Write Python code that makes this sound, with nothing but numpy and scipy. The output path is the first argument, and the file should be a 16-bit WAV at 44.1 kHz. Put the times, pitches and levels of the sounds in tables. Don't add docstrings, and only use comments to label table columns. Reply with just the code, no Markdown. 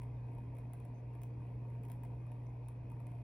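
import sys
import numpy as np
from scipy import signal
from scipy.fft import rfft, irfft
from scipy.io import wavfile
from scipy.ndimage import uniform_filter1d

SR = 44100
rng = np.random.default_rng(int(sys.argv[2]) if len(sys.argv) > 2 else 0)


def field_ratio(decibels):
    return 10 ** (np.asarray(decibels, dtype=float) / 20)


def file_out(sig):
    cols = np.atleast_2d(sig).T
    lim = np.clip(cols, -1, 1)
    pcm = np.round(lim * 32767).astype(np.int16)
    wavfile.write(sys.argv[1], SR, pcm)


N = 142443
TURN_HZ = 60


def evened(x):
    return x / np.sqrt(np.mean(x ** 2) + 1e-20)


def read(points, hz):
    f, value = np.transpose(points)
    return np.interp(np.log(hz + 1), np.log(f + 1), value)


def drift(top_hz, t):
    rates_hz = np.geomspace(.3, top_hz, 20)
    return evened(sum(np.sin(2 * np.pi * (f * t + rng.random())) / np.sqrt(f) for f in rates_hz))


def wash(colour, patchy_db, swell_db, edge_hz, fall_db):
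    # frequency in Hz, left-right likeness.
    likeness = [(100, 0.99), (270, 0.94), (450, .7), (1200, 0.25), (2400, 0.6), (4000, 0.35), (9000, 1),
                (15000, 0.44)]
    # resonance in Hz, width in Hz, lift in dB.
    cabinet = [(152, 14, 3.5), (290, 14, 2), (214, 39, 2), (450, 32, 2.5), (614, 9.9, 5), (630, 5.3, 0.5),
               (983, 24, 6.5), (2120, 65, -1.5)]
    size, hop = 2048, 512
    frames, hz = N // hop + 5, np.fft.rfftfreq(size, 1 / SR)
    a, b, c, d, patches = rng.standard_normal((frames, size // 2 + 1, 5)).T
    patches = uniform_filter1d(patches, size=12, axis=0)
    patches = evened(uniform_filter1d(patches, size=4, axis=1))

    same = np.clip(read(likeness, hz), -1, 1)[:, None]
    left = a + 1j * b
    right = same * left + np.sqrt(1 - same ** 2) * (c + 1j * d)

    octaves_outside = abs(np.log2((hz + 1) / np.clip(hz + 1, *edge_hz)))
    shape_db = read(colour, hz) - fall_db * octaves_outside
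    for mode_hz, width_hz, lift_db in cabinet:
        shape_db += lift_db * np.exp(-((hz - mode_hz) / width_hz) ** 2)
    swell = swell_db * drift(8, np.arange(frames) * hop / SR)
    z = np.array([left, right]) * field_ratio(shape_db[:, None] + patchy_db * patches + swell)
    return evened(signal.istft(z, nperseg=size, noverlap=size - hop)[1][:, :N])


def cabinet_rumble():
    # frequency in Hz, level in dB.
    rumble_colour = [(20, -18.5), (40, 0.5), (58, -4.5), (75, -4), (150, -8.5), (200, -14.5), (275, -9),
                     (400, -21)]
    level_db, low_cut_hz = -54.5, 45
    rumble = wash(rumble_colour, patchy_db=0.5, swell_db=1.26, edge_hz=(20, 400), fall_db=35)
    high_pass = signal.butter(4, low_cut_hz, "high", fs=SR, output="sos")
    return signal.sosfilt(high_pass, field_ratio(level_db) * rumble)


def water_rush():
    # frequency in Hz, level in dB.
    rush_colour = [(300, -4), (450, 2.14), (1050, -10), (1300, -20), (2600, -17), (2900, -27.5),
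                   (4000, -32.5), (12000, -43)]
    level_db = -63
    return field_ratio(level_db) * wash(rush_colour, patchy_db=1.87, swell_db=0.0, edge_hz=(300, 12500), fall_db=18.5)


def bubbles():
    # start in seconds, level in dB, pitch in Hz, length in seconds.
    clusters = [
        (.94, -83, 6200, 0.084),
        (2.465, -77.5, 6000, 0.012),
        (2.492, -85, 6260, .01),
    ]
    out = np.zeros(N)
    for start_s, level_db, hz, length_s in clusters:
        t, at = np.arange(0, length_s, 1 / SR), round(start_s * SR)
        grain = evened(uniform_filter1d(rng.standard_normal((2, len(t))), size=80, axis=1))
        fizz = grain[0] * np.sin(2 * np.pi * hz * t) + grain[1] * np.cos(2 * np.pi * hz * t)
        swell = np.sin(np.pi * (t / length_s) ** 0.33)
        out[at:at + len(t)] += field_ratio(level_db) * swell * fizz
    return out


def hum():
    # multiple of the turn rate, rms level in dB, phase in radians.
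    partials = [(1, -61, 2.7), (2, -45.4, -2.25), (3, -77, -1.5), (4, -70.6, .86)]
    waver_db, wander_rad = 0.77, 0.043
    t = np.arange(N) / SR
    waver = field_ratio(waver_db * drift(7.9, t))
    wander = wander_rad * drift(3.7, t)
    out = np.zeros(N)
    for multiple, level_db, phase_rad in partials:
        phase = 2 * np.pi * multiple * TURN_HZ * t + phase_rad + wander
        out += np.sqrt(2) * field_ratio(level_db) * waver * np.cos(phase)
    return out


def looseness_db(t):
    # time in seconds, looseness in dB.
    loose = [(0, -95.5), (.18, -96), (.36, -89), (.47, -95), (.78, -96.5), (1.0, -96.5), (1.32, -97),
             (1.48, -88.5), (1.6, -98), (1.71, -87.5), (1.79, -96.5), (2.15, -94), (2.3, -94), (2.44, -91),
             (2.6, -96.5), (2.82, -100.5), (2.95, -94), (3.15, -91)]
    return np.interp(t, *np.transpose(loose))


def knocks():
    # time in seconds, strength in dB, snap against strength in dB.
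    hard_knocks = [(0.0164, -63.5, -19), (0.0318, -64.5, -16), (0.3486, -71.5, -29), (0.3825, -69, -38),
                   (0.5501, -68.5, -30), (0.5661, -68, -8), (0.5836, -63.5, -12), (0.7332, -57.5, -6),
                   (0.8001, -65.5, -20), (0.85, -63.5, -13), (1.1338, -73.5, -38), (1.1508, -69, -42),
                   (1.2161, -61, -9), (1.2331, -57.5, -4), (1.7, -73, -42), (1.8337, -64.5, -15),
                   (1.8502, -63.5, -15), (1.8836, -68, -3), (1.8991, -60.5, -7), (1.916, -55.5, -6),
                   (2.0338, -61.5, -9), (2.0494, -63, -13), (2.2657, -70.5, -36), (2.3161, -67, -36),
                   (2.6838, -58.5, -11), (2.8998, -67, -19), (2.9163, -69, -10), (3.0006, -66.5, -17),
                   (3.0664, -62.5, -17), (3.1163, -69, -39)]
    soft_db, spread_db, soft_delay_s, jitter_s = 10.5, 2.5, .0003, .0004
    hard_delay_s, snap_lift_db = .0006, 12
    turns_s = np.arange(0, N / SR - .01, 1 / TURN_HZ)
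    late, strong = rng.standard_normal((len(turns_s), 2)).T
    at_s = turns_s + soft_delay_s + jitter_s * late
    knock_db = soft_db + looseness_db(turns_s) + spread_db * np.clip(strong, -2, 2)
    snap_db = np.full(len(turns_s), -200.)
    for start_s, hard_db, bright_db in hard_knocks:
        i = round(start_s * TURN_HZ)
        at_s[i], knock_db[i] = start_s + hard_delay_s, hard_db
        snap_db[i] = hard_db + bright_db + snap_lift_db
    return np.round(abs(at_s) * SR).astype(int), knock_db, snap_db


def housing(at, knock_db):
    # mode in Hz, level in dB, T60 in seconds.
    modes = [(589.6, -8, 0.08), (700, -2, 0.075), (837, -7.5, 0.089), (930.1, -1, 0.088),
             (1003, -6.5, 0.063), (1160, -8.5, 0.044), (1976, -13, .03), (2161, -14, 0.049),
             (2415, -11, 0.035), (2480, -11, 0.059), (2654, -14, 0.013), (3220, -23, 0.043)]
    level_db, follow, roughness, rise_s = -67, 0.26, 0.93, 0.0024
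    t, out = np.arange(4000) / SR, np.zeros((2, N))
    for hz, mode_db, t60_s in modes:
        shared, left, right = rng.standard_normal((len(at), 3)).T
        chance = shared + .5 * np.array([left, right])
        train = np.zeros((2, N))
        train[:, at] = field_ratio(follow * knock_db) * (1 + roughness * chance)
        ring = field_ratio(mode_db - 60 * t / t60_s) * np.sin(2 * np.pi * hz * t) * np.minimum(t / rise_s, 1)
        out += signal.oaconvolve(train, ring[None], axes=1)[:, :N]
    return field_ratio(level_db) * evened(out)


def puffs(at, level_db, colour, t60_s, steady=0):
    rise_s, spike_db, spike_t60_s, apart = .0007, 6, .011, .26
    train, t = np.zeros(N), np.arange(4000) / SR
    train[at] = field_ratio(level_db)
    decay = field_ratio(-60 * t / t60_s) + field_ratio(spike_db - 60 * t / spike_t60_s)
    puff = (1 - np.exp(-t / rise_s)) * decay
    shape = steady + signal.oaconvolve(train, puff)[:N]
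    noise = rng.standard_normal(N) + apart * rng.standard_normal((2, N))
    gain = field_ratio(read(colour, np.fft.rfftfreq(N, 1 / SR)))
    return irfft(rfft(shape * noise) * gain, N)


def room(x):
    t60_s, gap_s = 0.22, .003
    t = np.arange(SR // 3) / SR
    shared, left, right = rng.standard_normal((3, len(t))) * field_ratio(-60 * t / t60_s) * (t > gap_s)
    tails = np.array([shared + 0.12 * left, shared + 0.12 * right])
    return signal.oaconvolve(x, tails / np.linalg.norm(tails[0]), axes=1)[:, :N]


def crack(at, knock_db, snap_db):
    # frequency in Hz, level in dB.
    crack_colour = [(1000, -1.5), (2500, 5.5), (4500, -12), (6300, -7), (8500, -0.5), (11500, 2),
                    (13500, -5), (16500, -16.5)]
    # frequency in Hz, level in dB.
    snap_colour = [(11500, -30), (13000, -8), (14000, -6), (14600, -1), (15550, .1), (15800, -10),
                   (16500, -12)]
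    level_db, rub_db, tail_db, snap_tail_db = -0.5, -5, -7, -5
    rub = field_ratio(rub_db + looseness_db(np.arange(N) / SR))
    body = puffs(at, knock_db, crack_colour, t60_s=.018, steady=rub)
    snap = puffs(at, snap_db, snap_colour, t60_s=.012)
    tail = room(body + field_ratio(snap_tail_db) * snap)
    return field_ratio(level_db) * (body + snap + field_ratio(tail_db) * tail)


def ports(left, right):
    # frequency in Hz, left minus right in dB.
    tilt = [(250, -1.5), (450, 1.5), (740, 3.5), (1220, 3.5), (2010, 0), (3330, 1.1), (5500, -1)]
    # frequency in Hz, phase lead of the left in radians.
    lead = [(900, -.2), (1210, -1), (2500, 1), (5300, .4), (7200, 3.14), (10500, 6.28), (13650, 9.42),
            (16300, 12.4)]
    hz = np.fft.rfftfreq(2 * N, 1 / SR)
    half = field_ratio(read(tilt, hz) / 2) * np.exp(.5j * read(lead, hz))
    out = []
    for x, gain in ((left, half), (right, 1 / half)):
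        mirrored = np.r_[x, x[::-1]]
        out.append(irfft(rfft(mirrored) * gain)[:N])
    return np.array(out)


def scene():
    bass_tilt_db = -.2
    at, knock_db, snap_db = knocks()
    bass = (hum() + cabinet_rumble()) * field_ratio([[bass_tilt_db / 2], [-bass_tilt_db / 2]])
    pair = water_rush() + bubbles() + housing(at, knock_db) + crack(at, knock_db, snap_db)
    return bass + ports(*pair)


def gate(x):
    # frequency in Hz, threshold in dB.
    threshold = [(5000, -140), (7500, -119), (10500, -120), (12300, -122), (13800, -114), (16500, -116)]
    mid_side = np.array([x[0] + x[1], x[0] - x[1]]) / 2
    hz, _, z = signal.stft(mid_side, SR, nperseg=1024, boundary="even")
    bands = (abs(z[:, :512]) ** 2).reshape(2, 32, 16, -1).mean(2)
    power = bands.repeat(16, axis=1)
    over_db = 10 * np.log10(power + 1e-30) - read(threshold, hz[:512])[:, None]
    z[:, :512] *= np.clip(over_db / 2 + .5, .03, 1)
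    mid, side = signal.istft(z, SR, nperseg=1024)[1][:, :N]
    return np.array([mid + side, mid - side])


def band_limit(x):
    return signal.sosfilt(signal.butter(12, 16930, fs=SR, output="sos"), x)


def record(dry):
    edge_hz, fade_s = 16500, .004
    gated = gate(np.pad(dry, ((0, 0), (0, 1024)), "reflect"))
    low_pass = signal.firwin(511, edge_hz, window=("kaiser", 9), fs=SR)
    x = signal.oaconvolve(gated, low_pass[None], "same")
    fade = np.clip(np.arange(N)[::-1] / (fade_s * SR), 0, 1)
    return band_limit(x * fade)


dry = scene()
out = record(dry)
file_out(out)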